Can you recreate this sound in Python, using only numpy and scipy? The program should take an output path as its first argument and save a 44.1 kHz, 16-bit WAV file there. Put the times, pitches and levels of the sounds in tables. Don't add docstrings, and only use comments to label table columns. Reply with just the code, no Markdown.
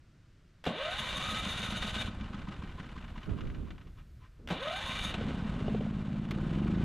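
import sys
import numpy as np
from scipy import signal
from scipy.fft import rfft, irfft, next_fast_len
from scipy.io import wavfile
from scipy.ndimage import map_coordinates

SR = 44100
rng = np.random.default_rng(int(sys.argv[2]) if len(sys.argv) > 2 else 0)


def transcribe(signal):
    frames = np.atleast_2d(signal).T
    limited = np.clip(frames, -1, 1)
    pcm = np.round(limited * 32767).astype(np.int16)
    wavfile.write(sys.argv[1], SR, pcm)


N = 301644
TIME = np.arange(N) / SR

# (frequency [Hz], density [dB])
HUSH_TONE = [(25, -4.5), (90, -4), (140, -4.5), (250, -16.5), (350, -17.5), (450, -25), (600, -24),
             (850, -31), (1400, -24.5), (2300, -29.5), (5400, -36.5), (8500, -44), (11500, -53.5),
             (15000, -55)]
# (frequency [Hz], density [dB])
RUMBLE_TONE = [(12, -16), (20, 1), (47, 1), (158, -7), (295, -16), (343, -15), (468, -28), (700, -35),
               (910, -62), (1540, -120)]
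# (frequency [Hz], density [dB])
GUST_TONE = [(12, -38), (20, -1), (65, -0.5), (246, -7.5), (416, -18), (888, -38), (1500, -34), (1950, -70),
             (3300, -120)]
# (time [s], level [dB], rise [s], t60 [s])
WIND_GUSTS = [(2.38, -46, 0.051, 0.71), (2.85, -57.5, 0.11, 2.3), (3.26, -35.5, 0.013, 1.57),
              (3.42, -40.5, .03, 0.9), (3.59, -46, .03, 0.66), (4.38, -42.5, 0.033, 1.1)]
# (frequency [Hz], density [dB])
SWELL_TONE = [(12, -20), (25, 6), (55, 4), (150, -8.5), (400, -52)]

# (frequency [Hz], width [Hz], lift at full ring [dB])
HOUSING_MODES = [(531.5, 42, 8.5), (619.7, 16, 13), (735.5, 29, 7.5), (1064, 52, 9), (1266, 56, 11.5),
                 (1521, 109, 9.5), (1878, 66, 5.5), (2025, 57, 5.5), (2351, 53, 11.5), (2670, 25, 2),
                 (2785, 58, 5.5), (2871, 64, 9), (3040, 62, 9), (3295, 50, -7.5), (3410, 94, 7),
                 (3680, 124, 6)]
# (time [s], speed [cycles/s])
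ENGINE_SPEED = [(0.66, 0.0), (0.8, 2.96), (1.05, 5.53), (1.3, 7.01), (1.95, 8.59), (2.31, 7.39),
                (3.47, 3.8), (4.21, 0.0), (4.5, 0.0), (4.62, 2.94), (5.13, 7.82), (5.39, 12.94),
                (5.71, 17.86), (6.03, 17.25), (6.4, 18.58), (6.84, 29.02)]
# (time [s], drive [0 cranked, 1 idling, 2 and up accelerating])
ENGINE_DRIVE = [(5.03, 0.32), (5.25, 0.44), (5.6, 0.94), (6.29, 1.04), (6.35, 2.8)]
# (time [s], load [dB over a quiet idle])
ENGINE_LOAD = [(5.0, 7.5), (5.26, 14.5), (5.42, 7), (5.72, 6.5), (5.92, 1), (6.28, 1), (6.5, 5.5),
               (6.84, 5)]

# (time [s], level [dB], t60 [s])
SWITCH_CLICKS = [(0.64, -36, 0.032), (.652, -38, 0.1), (4.474, -34, 0.026), (4.486, -42.5, 0.25),
                 (6.309, -33, 0.042)]
# (frequency [Hz], gain [dB])
CLICK_TONE = [(150, -6), (700, -1.5), (1500, 2.5), (3000, 0), (5000, -11.5), (9000, -25), (14500, -28)]
# (time [s], rattle [dB], t60 [s], knock [dB])
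GEAR_JOLTS = [(0.662, -33.5, 0.2, -28.5), (0.69, -55, 0.055, -41), (1.824, -32, 0.043, -50),
              (1.95, -32, .06, -50), (2.058, -41, .06, -56), (4.502, -34.5, 0.19, -30.5),
              (4.525, -49, 0.09, -43), (5.139, -32.5, 0.067, -38.5)]
# (frequency [Hz], gain [dB])
KNOCK_TONE = [(40, -35.5), (170, 3.5), (350, -6.5), (700, -9), (1100, -11.5), (2500, -47), (8000, -82)]
# (time [s], hiss [dB], width [s], hollow ring [dB])
PISTON_SIGHS = [(3.995, -63.5, 0.02, -71), (4.245, -64, 0.024, -66)]
# (frequency [Hz], density [dB])
HOLLOW_TONE = [(600, -75), (880, -22), (1010, 16), (1150, 5), (1700, -48)]
# (angle [cycles], t60 [s], unfired level [dB], running level [dB])
VALVE_CLACKS = [(.267, .055, -39.5, -58.5), (.447, .05, -52, -58.5), (.512, 0.064, -48, -60),
                (.625, .06, -51, -57), (.79, 0.07, -52, -57.5)]
# (frequency [Hz], gain [dB])
VALVE_TONE = [(300, -27), (600, -12), (1050, -0.5), (1550, -1.5), (2050, -3.5), (3000, -6), (3900, -11.5),
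              (5300, -20), (6800, -23.5), (8500, -41), (11000, -47), (14500, -70)]
# (frequency [Hz], gain [dB])
CLATTER_TONE = [(260, -25.5), (480, -7), (850, -2), (1100, -2.5), (1520, -4), (1900, -8.5), (3000, -10),
                (3900, -13.5), (5300, -25.5), (7500, -26.5), (11000, -37.5), (14500, -60)]

# (on [s], off [s], level [dB], spin-down level [dB])
STARTER_RUNS = [(.665, 2.108, -36, -60), (4.496, 5.15, -37, -46)]
GEAR_THROB = [(.05, -0.84), (.13, 1), (.38, -0.78), (.45, 0.73), (.55, 0.46), (.7, 0.88), (.92, -1.85)]
# (frequency [Hz], gain [dB])
RATTLE_TONE = [(100, -20), (300, -13.5), (520, -2), (850, -1), (1300, -2), (2200, 0), (3300, 1), (3900, 1),
               (4400, -7), (5100, -17), (6500, -15.5), (8400, -22), (10000, -26), (14500, -43)]
# (frequency [Hz], density [dB])
SING_TONE = [(3000, -37), (3500, -8), (3690, 3), (3880, -13), (4300, -56), (5600, -39), (6450, -17),
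             (7600, -37), (9800, -25.5), (14000, -46)]
# (frequency [Hz], gain [dB])
WHINE_COLOUR = [(170, 0.5), (450, -3), (660, 5), (820, -3), (1250, 2.5), (15000, -3)]

# (angle [cycles], ring [Hz], t60 [s], polarity [sign], cranked [dB], idling [dB], accelerating [dB])
GAS_PULSES = [(-.015, 61.1, 0.029, 1, 0.5, -16, -14), (-.028, 166, .022, -1, -44, 5, 6.5),
              (.26, 181, .018, -1, 7, -14.5, 3.5), (.256, 316.6, 0.037, -1, -35, -20.5, -6.5),
              (.305, 211, 0.069, -1, -23, -7, -10.5), (.56, 110, .03, 1, -5, -16.5, -30),
              (0.658, 160, 0.029, 1, -37, -0.5, -2.5)]
# (frequency [Hz], density [dB])
RUSH_TONE = [(30, -14), (120, -10), (210, 9), (320, -8), (500, -9.5), (800, -15.5), (1600, -33.5),
             (6000, -74)]
# (time [s], level [dB])
EXHAUST_POPS = [(5.21, -31.5), (5.3, -32), (5.462, -42), (5.539, -39), (5.608, -37), (5.68, -27),
                (5.746, -29.5), (5.807, -34), (5.863, -39)]
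# (frequency [Hz], density [dB])
POP_TONE = [(200, -27), (420, 8), (560, 4), (760, -2.5), (1000, -16), (1600, -32), (3000, -16.5),
            (12000, -77)]

# (frequency [Hz], side gain [dB])
SCATTER_TONE = [(30, -23), (200, -28.5), (500, -13.5), (1000, -12), (2000, -8), (4000, -4), (8000, 1),
                (13000, 1)]
# (time [s], side gain [dB])
IMAGE_WIDTH = [(3.75, -4), (4.15, -38.5)]

BREEZE_DB, RIGHT_PORT_DB = -64, 4
PUFF_ANGLE, PUFF_WIDTH = 0.2054, 0.024
PUFF_DB, HOLLOW_DB = -48, -43.5
TEETH_PER_CYCLE, ENGAGE_S, RELEASE_S, SPIN_DOWN_T60 = 178, 0.013, 0.085, 1.7
TREBLE_DB, SING_DB, WHINE_DB = 7.5, -11.5, -7
OVERRUN_SPEED, THROB_DB = 8.74, 5
THUMP_DB, CLATTER_DB, RUSH_DB, RUMBLE_DB = -15, -59, -46, -45
SHAKE_DB, SHAKE_SPEED = -44, 22.6
SCATTER_DB, TOP_HZ = -5.5, 14900


def amp(db):
    return 10 ** (np.asarray(db) / 20)


def unit(x):
    return x / np.sqrt(np.mean(x ** 2) + 1e-20)


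def along(points, hz):
    f, v = np.transpose(points)
    return np.interp(np.log(hz + 1), np.log(f + 1), v)


def curve(points):
    return np.interp(TIME, *np.transpose(points))


def wobble(rate):
    return map_coordinates(rng.standard_normal(int(N * rate / SR) + 4), [TIME * rate])


def filtered(x, gain):
    m = next_fast_len(N + SR // 4)
    return irfft(rfft(x, m) * gain(np.fft.rfftfreq(m, 1 / SR)), m)[..., :N]


def noise(spectrum):
    return unit(filtered(rng.standard_normal(N), lambda hz: amp(along(spectrum, hz))))


def impacts(rate, hiss):
    blows = (rng.random(N) < rate / SR) * rng.standard_normal(N)
    return unit(unit(blows) + hiss * rng.standard_normal(N))


def decay(s, t60, attack):
    t = np.maximum(TIME - s, 0)
    return np.exp(-np.log(1000) * t / t60) * (1 - np.exp(-t / attack))


def bell(offset, width):
    return np.exp(-.5 * (offset / width) ** 2)


def grows(speed, knee, steep):
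    r = np.abs(speed / knee) ** steep
    return r / (1 + r)


def passes(angle, at):
    return np.flatnonzero(np.diff(np.floor(angle - at)) > 0)


def housing(x, spectrum, ring):
    hz = np.fft.rfftfreq(4096, 1 / SR)
    lift = sum(db / (1 + (2 * (hz - f) / width) ** 2) for f, width, db in HOUSING_MODES)
    cepstrum = irfft(np.log(amp(along(spectrum, hz) + ring * lift)))
    cepstrum[1:len(hz)] *= 2
    cepstrum[len(hz):] = 0
    response = irfft(np.exp(rfft(cepstrum)))
    return signal.fftconvolve(x, response / np.linalg.norm(response))[:N]


def neighbourhood():
    return amp(-62) * noise(HUSH_TONE)


def wind():
    swell = amp(-50) * bell(TIME - 3.54, width=0.74) * noise(SWELL_TONE)
    breeze = (noise(RUMBLE_TONE) * amp(BREEZE_DB) + swell) * amp(1.8 * wobble(11))
    gust = sum(amp(db) * decay(s, t60, rise) for s, db, rise, t60 in WIND_GUSTS)
    buffets = [gust * noise(GUST_TONE) * amp(db + 2.2 * wobble(24.97)) for db in (0, RIGHT_PORT_DB)]
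    return breeze + np.array(buffets)


def scatter(mid):
    t = np.arange(SR // 8) / SR
    tail = rng.standard_normal(len(t)) * np.exp(-t / 0.025)
    reflections = signal.fftconvolve(mid, tail / np.linalg.norm(tail))[:N]
    return filtered(reflections, lambda hz: amp(SCATTER_DB + along(SCATTER_TONE, hz)))


def switches():
    click = sum(amp(db) * decay(s, t60, attack=0.00099) for s, db, t60 in SWITCH_CLICKS)
    return housing(click * impacts(rate=3000, hiss=1.0), CLICK_TONE, ring=0.28)


def jolts():
    rattle = sum(amp(db) * decay(s, t60, attack=0.0013) for s, db, t60, _ in GEAR_JOLTS)
    knock = sum(amp(db) * decay(s, t60=0.22, attack=0.0018) for s, _, _, db in GEAR_JOLTS)
    return (housing(rattle * impacts(rate=2300, hiss=1.0), RATTLE_TONE, ring=0.8)
            + housing(knock * impacts(rate=2500, hiss=0.94), KNOCK_TONE, ring=0.17))


def puffs(speed, angle, drive):
    offset = (angle - PUFF_ANGLE + .5) % 1 - .5
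    puff = bell(offset, PUFF_WIDTH) * grows(speed, knee=3.0, steep=6.7) * np.clip(1 - drive, 0, 1)
    hiss, hollow = amp(PUFF_DB) * puff, amp(HOLLOW_DB) * puff
    for s, hiss_db, width, hollow_db in PISTON_SIGHS:
        sigh = bell(TIME - s, width)
        hiss += amp(hiss_db) * sigh
        hollow += amp(hollow_db) * sigh
    hollow *= noise(HOLLOW_TONE)
    return housing(hiss * impacts(rate=3000, hiss=1.2), VALVE_TONE, ring=0.52) + hollow


def valves(speed, angle, drive, load_db):
    clacks, t = np.zeros(N + SR), np.arange(SR // 8) / SR
    for at, t60, *states_db in VALVE_CLACKS:
        starts = passes(angle, at)
        shape = np.exp(-np.log(1000) * t / t60) * (1 - np.exp(-t / 0.0016))
        for i, size_db in zip(starts, 1.1 * rng.standard_normal(len(starts))):
            clacks[i:i + len(t)] += amp(np.interp(drive[i], [0, 1], states_db) + size_db) * shape
    clacks = clacks[:N] * grows(speed, knee=1.4, steep=5.1) * amp(.5 * load_db)
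    bed_db = CLATTER_DB + 0.87 * load_db + 3.2 * np.clip(drive, 0, 1) + 1.8 * wobble(90)
    bed = amp(bed_db) * grows(speed, knee=5.1, steep=1.94)
    return (housing(impacts(rate=3000, hiss=1.4) * clacks, VALVE_TONE, ring=0.65)
            + housing(impacts(rate=1500, hiss=1.17) * bed, CLATTER_TONE, ring=0.43))


def gear_rattle(speed, angle, mesh, powered):
    overrun = np.clip(speed / OVERRUN_SPEED, 0, 1.1)
    slack = np.interp(angle, *np.transpose(GEAR_THROB), period=1)
    throb = amp(THROB_DB * overrun ** 7 * (slack - 0.34))
    easing = amp(-3.5 * overrun ** 18)
    spin_down = sum(amp(db) * decay(off - RELEASE_S, SPIN_DOWN_T60, attack=0.024)
                    for _, off, _, db in STARTER_RUNS)
    body = powered * throb * easing * grows(speed, knee=1.52, steep=1.65)
    treble = body * amp(TREBLE_DB) * grows(speed, knee=5.2, steep=2.2)
    blows = impacts(rate=2500, hiss=0.98) * (1 + 0.13 * np.cos(mesh)) * amp(1.5 * wobble(110) - 2.5)
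    crossover = lambda hz: 1 / (1 + (hz / 4800) ** 8)
    lows = filtered(housing(blows * (body + spin_down), RATTLE_TONE, ring=0.94), crossover)
    highs = filtered(housing(blows * treble, RATTLE_TONE, ring=0.99), lambda hz: 1 - crossover(hz))
    loaded = 1 - grows(speed, knee=8.8, steep=22)
    sing = noise(SING_TONE) * treble * loaded * amp(SING_DB + 3.8 * wobble(40))
    return lows + highs + sing


def starter(speed, angle):
    jitter = speed / 4 * (.9 * wobble(60) + .45 * wobble(260))
    mesh = 2 * np.pi * TEETH_PER_CYCLE * angle + jitter
    powered = sum(amp(db) * np.clip(np.minimum((TIME - on) / ENGAGE_S, (off - TIME) / RELEASE_S), 0, 1)
                  for on, off, db, _ in STARTER_RUNS)
    rattle = gear_rattle(speed, angle, mesh, powered)
    tone = np.sin(mesh) + 0.46 * np.sin(2 * mesh) + 0.23 * np.sin(3 * mesh) + 0.16 * np.sin(4 * mesh)
    torque = 1 - grows(speed, knee=5.2, steep=3.25)
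    whine = tone * powered * torque * amp(WHINE_DB + 2.96 * wobble(45) + 1.8 * wobble(170))
    return rattle + housing(whine, WHINE_COLOUR, ring=1.0)


def thumps(speed, angle, drive, load_db):
    level = amp(THUMP_DB + 0.21 * load_db) * grows(speed, knee=6.52, steep=2.23)
    out, t = np.zeros(N + SR), np.arange(SR // 8) / SR
    fill = (1 - np.exp(-t / 0.0026)) ** 2
    for at, hz, t60, polarity, *states_db in GAS_PULSES:
        starts = passes(angle, at)
        ring = polarity * np.sin(2 * np.pi * hz * t) * np.exp(-np.log(1000) * t / t60) * fill
        for i, size_db in zip(starts, 0.77 * rng.standard_normal(len(starts))):
            strength = np.interp(drive[i], [0, 1, 2], amp(states_db))
            out[i:i + len(t)] += strength * level[i] * amp(size_db) * ring
    return out[:N]


def engine(speed, angle, drive, load_db):
    surge_db = 1.9 * np.cos(2 * np.pi * (angle - .42))
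    unfired_db = -6 * np.clip(1 - drive, 0, 1)
    rush_db = RUSH_DB + load_db + surge_db + unfired_db
    rush = noise(RUSH_TONE) * amp(rush_db) * grows(speed, knee=8.63, steep=2.95)
    pops = noise(POP_TONE) * sum(amp(db) * decay(s, t60=0.043, attack=0.00051) for s, db in EXHAUST_POPS)
    rumble = noise(RUMBLE_TONE) * amp(RUMBLE_DB + 0.51 * load_db) * grows(speed, knee=5.64, steep=2.2)
    shake = amp(SHAKE_DB) * (speed / SHAKE_SPEED) ** 2 * np.sin(2 * np.pi * 2 * angle)
    return thumps(speed, angle, drive, load_db) + rush + pops + rumble + shake


def scene():
    speed, drive, load_db = curve(ENGINE_SPEED), curve(ENGINE_DRIVE), curve(ENGINE_LOAD)
    angle = .245 + np.cumsum(speed) / SR
    hush = neighbourhood()
    mid = (engine(speed, angle, drive, load_db) + valves(speed, angle, drive, load_db)
           + starter(speed, angle) + switches() + jolts() + puffs(speed, angle, drive) + hush)
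    side = scatter(mid)
    return np.array([mid + side, mid - side]) + wind()


def record(dry):
    mid = (dry[0] + dry[1]) / 2
    side = (dry[0] - dry[1]) / 2 * amp(curve(IMAGE_WIDTH))
    return filtered(np.array([mid + side, mid - side]), lambda hz: hz < TOP_HZ)


dry = scene()
out = record(dry)
transcribe(out)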